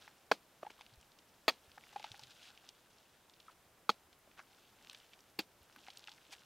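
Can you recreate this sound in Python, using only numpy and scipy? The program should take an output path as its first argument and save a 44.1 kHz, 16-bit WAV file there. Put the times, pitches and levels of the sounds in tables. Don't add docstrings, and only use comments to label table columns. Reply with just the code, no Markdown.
import sys
import numpy as np
from scipy import signal
from scipy.fft import rfft, irfft
from scipy.io import wavfile
from scipy.ndimage import uniform_filter1d

SR = 44100
rng = np.random.default_rng(int(sys.argv[2]) if len(sys.argv) > 2 else 0)


def dump(signal):
    limited = np.clip(np.atleast_2d(signal).T, -1, 1)
    pcm = np.round(limited * 32767).astype(np.int16)
    wavfile.write(sys.argv[1], SR, pcm)


def invert_db(x):
    u = np.asarray(x, float) / 20
    return 10 ** u


N = 284445


def level(x, db):
    return x * invert_db(db) / np.sqrt(np.mean(x ** 2))


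def colour(x, points):
    hz, db = np.transpose(points)
    log_hz = np.log(np.arange(1025) * SR / 2048 + 1)
    log_gain = np.interp(log_hz, np.log(hz), db) * np.log(10) / 20
    cepstrum = irfft(log_gain)
    cepstrum[1:1024] *= 2
    cepstrum[1025:] = 0
    response = irfft(np.exp(rfft(cepstrum)))
    return signal.fftconvolve(x, response)[:len(x)]


def ring(x, hz, width_hz):
    b, a = signal.iirpeak(hz, hz / width_hz, SR)
    return signal.lfilter(b, a, x)


def body(x, modes):
    return sum((-1) ** k * invert_db(db) * ring(x, hz, width_hz)
               for k, (hz, width_hz, db) in enumerate(modes))


def grains(count, share, spread_db):
    hit = rng.random(count) < share
    return hit * rng.standard_normal(count) * invert_db(spread_db * rng.exponential(size=count))


def add(out, s, x, peak_db):
    i = int(s * SR)
    scaled = x * invert_db(peak_db) / np.abs(x).max()
    out[i:i + len(x)] += scaled[:len(out) - i]


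def walk(rate):
    hold = int(SR / rate)
    steps = np.repeat(rng.standard_normal(N // hold + 1), hold)
    return uniform_filter1d(uniform_filter1d(steps, hold), hold)[:N]


# (time [s], peak level [dB], rise [s], bite length [s], fade during the bite [s])
BLOWS = [
    (0.3133, -12, 0.00175, 0.00624, 0.0076),
    (1.4796, -13.5, 0.00071, 0.0196, 0.01235),
    (3.8918, -11.5, 0.0014, 0.00926, 0.0073),
    (5.3877, -23, 0.003, 0.0113, 0.0058),
]
# (fibre breaks against jolts [dB], splinters [dB], thin hiss near 13 kHz [dB], trunk thud
# [dB], after-rattle [dB])
BLOW_LAYERS = [
    (-15, -15, -36, -27, -36),
    (-12, -11, -31, -30, -30),
    (-18, -19, -37, -33, -41),
    (-11, -10, -18, -21, -29),
]
# (time [s], level [dB], favoured pitch [Hz])
EDGE_JOLTS = [(0.3136, -1.3, 800), (0.3148, 5.9, 800), (0.3145, 2.9, 430), (0.3159, -3.0, 4400),
              (0.3164, -6.4, 2700), (0.3177, 6.4, 1500), (0.3184, 0.0, 1500), (0.3196, 2.8, 900),
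              (0.3223, -5.4, 2500), (1.48, -0.4, 720), (1.4801, 9.6, 330), (1.4807, -4.5, 4400),
              (1.4817, -1.8, 1900), (1.4832, 1.4, 2400), (1.4849, 2.6, 1300), (1.4868, -5.7, 3300),
              (1.4891, -5.8, 4400), (1.4895, -2.0, 850), (1.4912, -16.0, 2500), (1.493, -8.5, 4400),
              (1.4945, -7.3, 3200), (1.4972, -19.1, 2500), (1.4972, -6.4, 900), (1.5025, -11.5, 800),
              (3.8922, -1.2, 1270), (3.893, 3.0, 1270), (3.8927, -8.0, 430), (3.8932, -5.6, 3400),
              (3.8958, -6.5, 4300), (3.8983, -3.9, 3500), (3.8964, -20.5, 6500), (3.8976, -6.0, 800),
              (3.899, -8.3, 500), (3.9015, -6.3, 4400), (5.3887, -7.4, 2500), (5.3894, -4.0, 480),
              (5.3906, 5.2, 4400), (5.3919, 0.2, 2600), (5.3924, 6.5, 4400), (5.3943, -0.9, 2600),
              (5.3933, -4.7, 900), (5.396, 3.4, 2700), (5.397, -16.5, 700), (5.3991, -1.6, 4400),
              (5.3993, -7.9, 2600), (5.4031, -1.0, 4400)]
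# (pitch [Hz], width [Hz], level [dB])
BODY_1 = [(275, 91, -13.4), (481, 93, 5.2), (811, 433, -1.1), (1252, 192, 2.0), (1637, 240, -2.9),
          (2499, 156, -0.7), (3403, 240, -4.7), (4564, 360, -1.0), (5583, 240, -4.0), (6911, 565, -15.0)]
BODY_2 = [(296, 68, -10.8), (606, 156, -1.1), (892, 148, -4.0), (1211, 120, -0.4), (1867, 166, -4.1),
          (2514, 204, 0.3), (3330, 180, 0.5), (4434, 322, 3.0), (5262, 180, -22.5), (6362, 216, -6.0)]
BODY_3 = [(230, 90, -0.0), (457, 132, 2.6), (638, 150, -16.0), (838, 78, 0.9), (1283, 156, 4.2),
          (2432, 210, -5.6), (3307, 180, 2.0), (4371, 216, 1.6), (5420, 264, -12.0), (6502, 150, -4.5)]
BODY_4 = [(318, 94, 9.1), (395, 236, 1.0), (664, 427, -17.3), (843, 120, -4.5), (1538, 246, -13.1),
          (1993, 158, -16.0), (2598, 218, -8.8), (3496, 174, -15.2), (4455, 372, -8.7), (5344, 300, -25.0),
          (6806, 264, -18.3)]
# (pitch [Hz]), then (level against the thud [dB])
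BOUGH_HZ = (292, 290, 255, 290)
BOUGH_DB = (11, -9, 8, 9)
# (frequency [Hz], density [dB per Hz])
SPLINTER_COLOUR = [(120, -36), (200, -8.5), (1380, -6.5), (2130, -3), (3340, -0.5), (3890, -16), (4450, -1),
                   (5920, -20.5), (6430, -14.5), (6880, -19), (11000, -34), (14300, -65), (22000, -120)]
# (frequency [Hz], density [dB per Hz])
RATTLE_COLOUR = [(120, -30.5), (200, -5), (815, -5), (1010, -9), (1880, -13.5), (2130, -9), (4030, -7.5),
                 (4490, -7.5), (7510, -18.5), (14000, -31)]


def edge_push(t, s):
    contact_s, spread = 0.00012, 1.1
    push = np.zeros(len(t))
    for at, db, hz in EDGE_JOLTS:
        if 0 <= at - s < .1:
            contact = np.exp(-8 * ((t + s - at) / contact_s) ** 2)
            push -= invert_db(db) * ring(contact, hz, spread * hz)
    return push


def trunk_thud(t, bough_hz, bough_db):
    thud_hz, thud_t60_s, bough_t60_s = 198.8, 0.0778, .05
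    thud = np.sin(2 * np.pi * thud_hz * t) * (1 - np.exp(-t / 0.0027)) * invert_db(-60 * t / thud_t60_s)
    bough = np.sin(2 * np.pi * bough_hz * t) * (1 - np.exp(-t / 0.00188))
    return thud + bough * invert_db(bough_db - 60 * t / bough_t60_s)


def after_rattle(t, bite):
    slow_t60_s, quick_t60_s, quick_db = 0.1624, 0.0646, 12.5
    tail = invert_db(-60 * t / slow_t60_s) + invert_db(quick_db - 60 * t / quick_t60_s)
    debris = level(colour(grains(len(t), .25, 1.96), RATTLE_COLOUR), 0)
    return debris * tail * np.clip(t / bite, 0, 1)


def blows():
    out, t = np.zeros(N), np.arange(SR // 3) / SR
    let_go_s, bark_width_hz = 0.0019, 90
    bodies = (BODY_1, BODY_2, BODY_3, BODY_4)
    for row, layers, bough_hz, bough_db, modes in zip(BLOWS, BLOW_LAYERS, BOUGH_HZ, BOUGH_DB, bodies):
        s, db, rise, bite, fade = row
        breaks_db, splinter_db, air_db, thud_db, rattle_db = layers
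        release = np.exp(-t / fade - np.clip(t - bite, 0, 1) / let_go_s)
        force = np.clip(t / rise, 0, 1) ** 2 * release
        breaks = force * grains(len(t), .3, 1.37)
        damped = [(hz, max(width_hz, bark_width_hz), g) for hz, width_hz, g in modes]
        hit = level(body(edge_push(t, s), damped), 0)
        hit += level(body(uniform_filter1d(breaks, size=4), damped), breaks_db)
        hit += level(colour(breaks, SPLINTER_COLOUR), splinter_db)
        mix = hit / np.abs(hit).max()
        mix += invert_db(air_db + 10) * force * ring(rng.standard_normal(len(t)), 13260, 3500)
        mix += invert_db(thud_db) * trunk_thud(t, bough_hz, bough_db)
        mix += invert_db(rattle_db) * after_rattle(t, bite)
        add(out, s, mix, db)
    return signal.sosfilt(signal.butter(2, 100, "high", fs=SR, output="sos"), out)


# (time [s], peak level [dB], pitch [Hz], length [s])
BARK_CRACKS = [(0.023, -45.5, 3230, 0.00178), (0.0783, -44.5, 1557, 0.00193),
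               (0.7034, -44.5, 2600, 0.00275), (.8105, -40, 2800, 0.00232), (0.8645, -45, 2800, 0.0021),
               (1.78, -42, 1546, 0.0031), (1.9614, -42.5, 2710, 0.0025), (1.9967, -40, 2850, 0.00575),
               (2.028, -41.5, 2720, .0026), (2.042, -33, 2800, 0.00593), (2.0562, -46, 2790, 0.0029),
               (2.1172, -37.5, 3570, 0.00224), (2.1945, -40, 3850, 0.00196), (2.235, -41.5, 3500, 0.0029),
               (2.6898, -39, 4360, 0.00244), (4.3926, -42.5, 1430, .0045), (4.8976, -36, 3350, 0.00179),
               (4.9472, -40.5, 2800, 0.0023), (5.134, -44.5, 2490, 0.004), (5.7617, -44, 1470, 0.00145),
               (5.884, -43, 2210, 0.0032), (5.903, -42, 3620, 0.0043), (5.973, -37, 4220, 0.00118),
               (5.994, -44.5, 4030, 0.00135), (6.0736, -36.5, 2840, 0.0047), (6.0828, -42, 1694, 0.0046),
               (6.0923, -42, 3500, 0.0031), (6.117, -43, 3370, 0.0063), (6.327, -41.5, 3350, 0.003),
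               (6.3341, -41.5, 2920, 0.0029)]
# (time [s], peak level [dB], pitch [Hz])
FLAKES = [(.627, -51, 1470), (.662, -53, 1790), (0.7, -50.5, 1500), (.715, -52, 2800), (0.817, -49.5, 2800),
          (1.118, -52, 3500), (.9385, -51, 3600), (1.012, -49, 5600), (1.1882, -48, 3560),
          (1.717, -47.5, 3190), (1.838, -47.5, 2070), (1.928, -51.5, 1920), (2.145, -45.5, 1810),
          (2.3158, -49.5, 3490), (2.462, -52, 2800), (2.576, -45, 2870), (2.984, -52.5, 4100),
          (3.297, -49.5, 3570), (3.3371, -51.5, 3530), (3.4017, -47, 3500), (4.1295, -49.5, 3280),
          (4.3132, -51.5, 2260), (4.3835, -51.5, 2200), (4.913, -46.5, 3450), (4.9308, -48.5, 1950),
          (5.0009, -48, 2990), (5.2052, -51.5, 4900), (5.7848, -51, 2590), (5.8745, -46.5, 1700),
          (6.1793, -49.5, 2180)]
# (pitch [Hz], width [Hz], level [dB])
BARK_MODES = [(789, 350, 0.5), (1500, 380, 2), (2800, 980, 1), (3525, 1370, 0.5), (5260, 2170, -4),
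              (7500, 5000, -14)]


def cracks():
    out, t = np.zeros(N), np.arange(SR // 20) / SR
    flake_s = 0.00234
    for s, db, hz, length in BARK_CRACKS + [(*row, flake_s) for row in FLAKES]:
        snaps = grains(len(t), .15, 3.69) * np.exp(-t / length)
        snaps[0] = 2.42
        splinter = ring(ring(snaps, hz, 0.586 * hz), hz, 1.11 * hz)
        bark = body(snaps, BARK_MODES[1:])
        add(out, s, splinter + invert_db(-18.5) * bark, db)
    return out


def soft_knocks(table, push, grit_db):
    out, t = np.zeros(N), np.arange(SR // 4) / SR
    for s, db, hz, t60 in table:
        fade = np.exp(-np.log(1000) * t / t60) * (1 - np.exp(-t * hz / push))
        grit = level(ring(grains(len(t), .05, 2.6), hz, 0.514 * hz), grit_db)
        add(out, s, (np.sin(2 * np.pi * hz * t) + grit) * fade, db)
    return out


# (time [s], peak level [dB], pitch [Hz], t60 [s])
HOLLOW_KNOCKS = [(0.077, -47.5, 852, 0.0136), (0.63, -32, 608.5, 0.0124), (.631, -43, 360, .016),
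                 (.6305, -42, 1200, .012), (6.29, -61, 300, .05), (5.77, -58, 260, .05),
                 (.703, -48, 400, .018), (5.785, -58, 820, .03), (0.649, -43, 824, 0.024),
                 (0.666, -38, 848, 0.0253), (0.703, -45.5, 612, 0.023), (0.79, -53, 1070, 0.017),
                 (0.809, -47.5, 870, 0.0155), (1.776, -45.5, 800, 0.0198), (1.929, -54, 835, 0.031),
                 (1.96, -32.5, 820.2, 0.0347), (1.998, -42.5, 836, 0.0315), (2.043, -35, 857, 0.022),
                 (2.059, -51.5, 827, 0.0335), (2.141, -48, 803, 0.04), (2.193, -50, 870, 0.0317),
                 (2.223, -55, 787, 0.0325), (3.482, -48, 1301, 0.034), (4.274, -54, 624.7, 0.023),
                 (4.391, -49.5, 1500, 0.0456), (4.895, -51, 1200, 0.012), (5.762, -58, 1480, 0.03),
                 (5.883, -43, 770, 0.02), (6.083, -51, 829, 0.03), (6.118, -55.5, 870, 0.029),
                 (6.327, -50, 802, 0.046)]


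def bark_knocks():
    return ring(soft_knocks(HOLLOW_KNOCKS, 0.845, -8), 854, 2600)


# (time [s], peak level [dB], pitch [Hz], width [Hz], swell [s], stop [s])
STEEL_DRAGS = [
    (4.365, -43, 1010, 1500, 0.033, 0.0038),
    (3.478, -52.5, 1196, 394, 0.0225, 0.0052),
    (6.31, -41, 2650, 4040, 0.0243, 0.0087),
    (2.33, -49.5, 2900, 2420, 0.1422, 0.0316),
    (5.4, -48, 4300, 5000, 0.012, .005),
    (4.926, -46, 6000, 6000, .006, .003),
    (1.926, -51, 4000, 6000, .003, .005),
]


def scrapes():
    out, t = np.zeros(N), np.arange(SR // 3) / SR
    for s, db, hz, width_hz, swell, stop in STEEL_DRAGS:
        drag = np.clip(t / swell, 0, 1) * np.exp(-np.clip(t - swell, 0, 1) / stop)
        grit = drag * grains(len(t), .2, 2.445)
        add(out, s, ring(ring(grit, hz, width_hz), hz, 2 * width_hz), db)
    return out


# (time [s], peak level [dB], pitch [Hz], width [Hz])
SPLINTER_TICKS = [(4.848, -44, 2660, 3800), (4.888, -54.5, 5800, 2500), (5.0445, -55.5, 5800, 3050),
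                  (5.094, -54.5, 3100, 4000), (5.1405, -50.5, 3240, 2050), (4.5475, -56, 3740, 1400),
                  (4.570, -57, 5600, 3000), (4.652, -56.5, 3600, 1940), (5.3, -52.5, 4500, 4800),
                  (3.307, -56.5, 5800, 3700), (5.631, -51, 11200, 5600), (5.763, -49, 12500, 6900),
                  (5.984, -46, 12500, 5500), (5.971, -47, 8340, 2000), (6.003, -51, 3600, 2900),
                  (6.309, -50, 5100, 1460), (6.384, -52.5, 2930, 1100), (6.412, -54, 4700, 5000),
                  (5.6985, -52, 1400, 1200), (5.727, -53, 5000, 3000), (5.937, -51, 5000, 6000),
                  (6.051, -52, 3500, 4000), (5.84, -53, 3000, 4000), (2.176, -53, 10000, 5000),
                  (1.757, -53, 4000, 5000), (1.879, -55, 13600, 3900), (2.308, -53, 6000, 6000),
                  (0.68, -54.5, 2550, 4000), (.780, -56.5, 2730, 780), (4.19, -55, 12800, 5400)]
# (time [s], peak level [dB], pitch [Hz])
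FURTHER_TICKS = [(1.5404, -51, 3190), (1.8103, -49, 2770), (1.8692, -51, 1500), (2.0654, -51, 2930),
                 (2.1534, -46, 3060), (2.1664, -49, 3310), (2.2712, -52, 3180), (2.3077, -45, 3490),
                 (2.395, -50, 2720), (2.4319, -48, 3220), (2.4544, -47, 2770), (2.4854, -48, 3560),
                 (4.8124, -56, 1670), (4.8254, -48, 4000), (4.8723, -43, 2740), (4.9664, -53, 5260),
                 (5.0114, -56, 1570), (5.0649, -54, 3010), (5.1914, -51, 4940), (5.2404, -57, 2310),
                 (5.7904, -51, 3400), (5.8351, -50, 3400), (5.8674, -43, 2610), (5.9334, -48, 3380),
                 (6.0064, -50, 4650), (6.0194, -57, 3310), (6.1474, -53, 4950), (6.1844, -52, 1750),
                 (6.2522, -52, 2800), (6.2674, -55, 2940), (6.3514, -48, 2580), (6.3654, -51, 3200),
                 (6.4204, -54, 1680), (6.4354, -52, 3750)]


def ticks():
    out, snap = np.zeros(N), signal.unit_impulse(SR // 100)
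    further = [(s, db, hz, .8 * hz) for s, db, hz in FURTHER_TICKS]
    for s, db, hz, width_hz in SPLINTER_TICKS + further:
        add(out, s, ring(ring(snap, hz, width_hz), hz, width_hz), db)
    return out


# (time [s], peak level [dB], time to swell 10 dB [s], time to fade 10 dB [s])
LEVER_STROKES = [(.005, -60.5, -1.33, 0.123), (.79, -67, .25, .35), (2.1, -60.5, 0.3849, 0.31),
                 (2.47, -61.5, 0.4658, 0.0927), (2.7, -66.5, 0.38, 0.06), (3.0, -71, .4, .45),
                 (3.52, -69.5, -0.02, -0.14), (4.385, -66.5, 0.012, 0.0349), (4.55, -69, 0.17, 0.18),
                 (4.93, -64.5, 0.2449, 0.2253), (5.89, -63, 0.2427, 0.13), (6.1, -63, 0.1377, 0.1),
                 (6.335, -62.5, 0.12, 0.2)]


def crumble():
    t = np.arange(N) / SR
    power = invert_db(2 * -80)
    for s, db, swell, fade in LEVER_STROKES:
        slope = np.maximum((s - t) / swell, (t - s) / fade)
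        power = power + invert_db(2 * db - 20 * slope)
    flurry_db = 2.2 * walk(70)
    dust = np.zeros(N)
    for hz, width_hz, db in BARK_MODES:
        flakes = ring(ring(grains(N, .028, 2.3), hz, width_hz), hz, 2 * width_hz)
        dust += invert_db(db + 2.82 * walk(50)) * flakes
    return level(dust, -1.6) * np.sqrt(power) * invert_db(flurry_db)


# (time [s], peak level [dB], pitch [Hz], t60 [s])
CHIP_THUMPS = [
    (0.924, -61, 118, 0.113),
    (0.974, -58.5, 62.1, 0.084),
    (1.678, -61.5, 79, 0.047),
    (2.109, -54, 109.5, 0.062),
    (2.217, -62, 125.6, 0.247),
    (3.659, -70, 93.4, 0.092),
    (5.609, -63, 78.3, 0.088),
]


def chip_thumps():
    return soft_knocks(CHIP_THUMPS, 0.45, -17.5)


# (frequency [Hz], density [dB per Hz])
LEAF_COLOUR = [(15, -36), (25, 0), (108, 2), (784, 1), (1920, -5), (3580, -9), (4220, -11), (10600, -14),
               (14300, -14), (16400, -21)]
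# (frequency [Hz], density [dB per Hz])
LEAF_WIDTH_COLOUR = [(15, -32), (25, -4), (666, -10), (806, -10), (1150, -12.5), (2080, -13), (3130, -13.5),
                     (4700, -14), (13500, -10.5), (15100, -11.5), (16400, -29.5)]


def woodland():
    breeze = invert_db(walk(1.77))
    mid = level(colour(rng.standard_normal(N), LEAF_COLOUR) * breeze, -68.5)
    side = level(colour(rng.standard_normal(N), LEAF_WIDTH_COLOUR), -77.5)
    return mid + side * np.array([[1], [-1]])


def scene():
    trunk = blows() + cracks() + bark_knocks() + scrapes() + ticks() + crumble() + chip_thumps()
    scatter = invert_db(-29) * ring(trunk, 1500, 2500)
    return trunk + scatter * np.array([[1], [-1]]) + woodland()


def band_limit(x):
    return signal.sosfilt(signal.butter(12, 16520, fs=SR, output="sos"), x)


def record(dry):
    top_hz = 15750
    mix = signal.sosfilt(signal.ellip(8, .2, 50, top_hz, fs=SR, output="sos"), dry)
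    return band_limit(mix)


dry = scene()
out = record(dry)
dump(out)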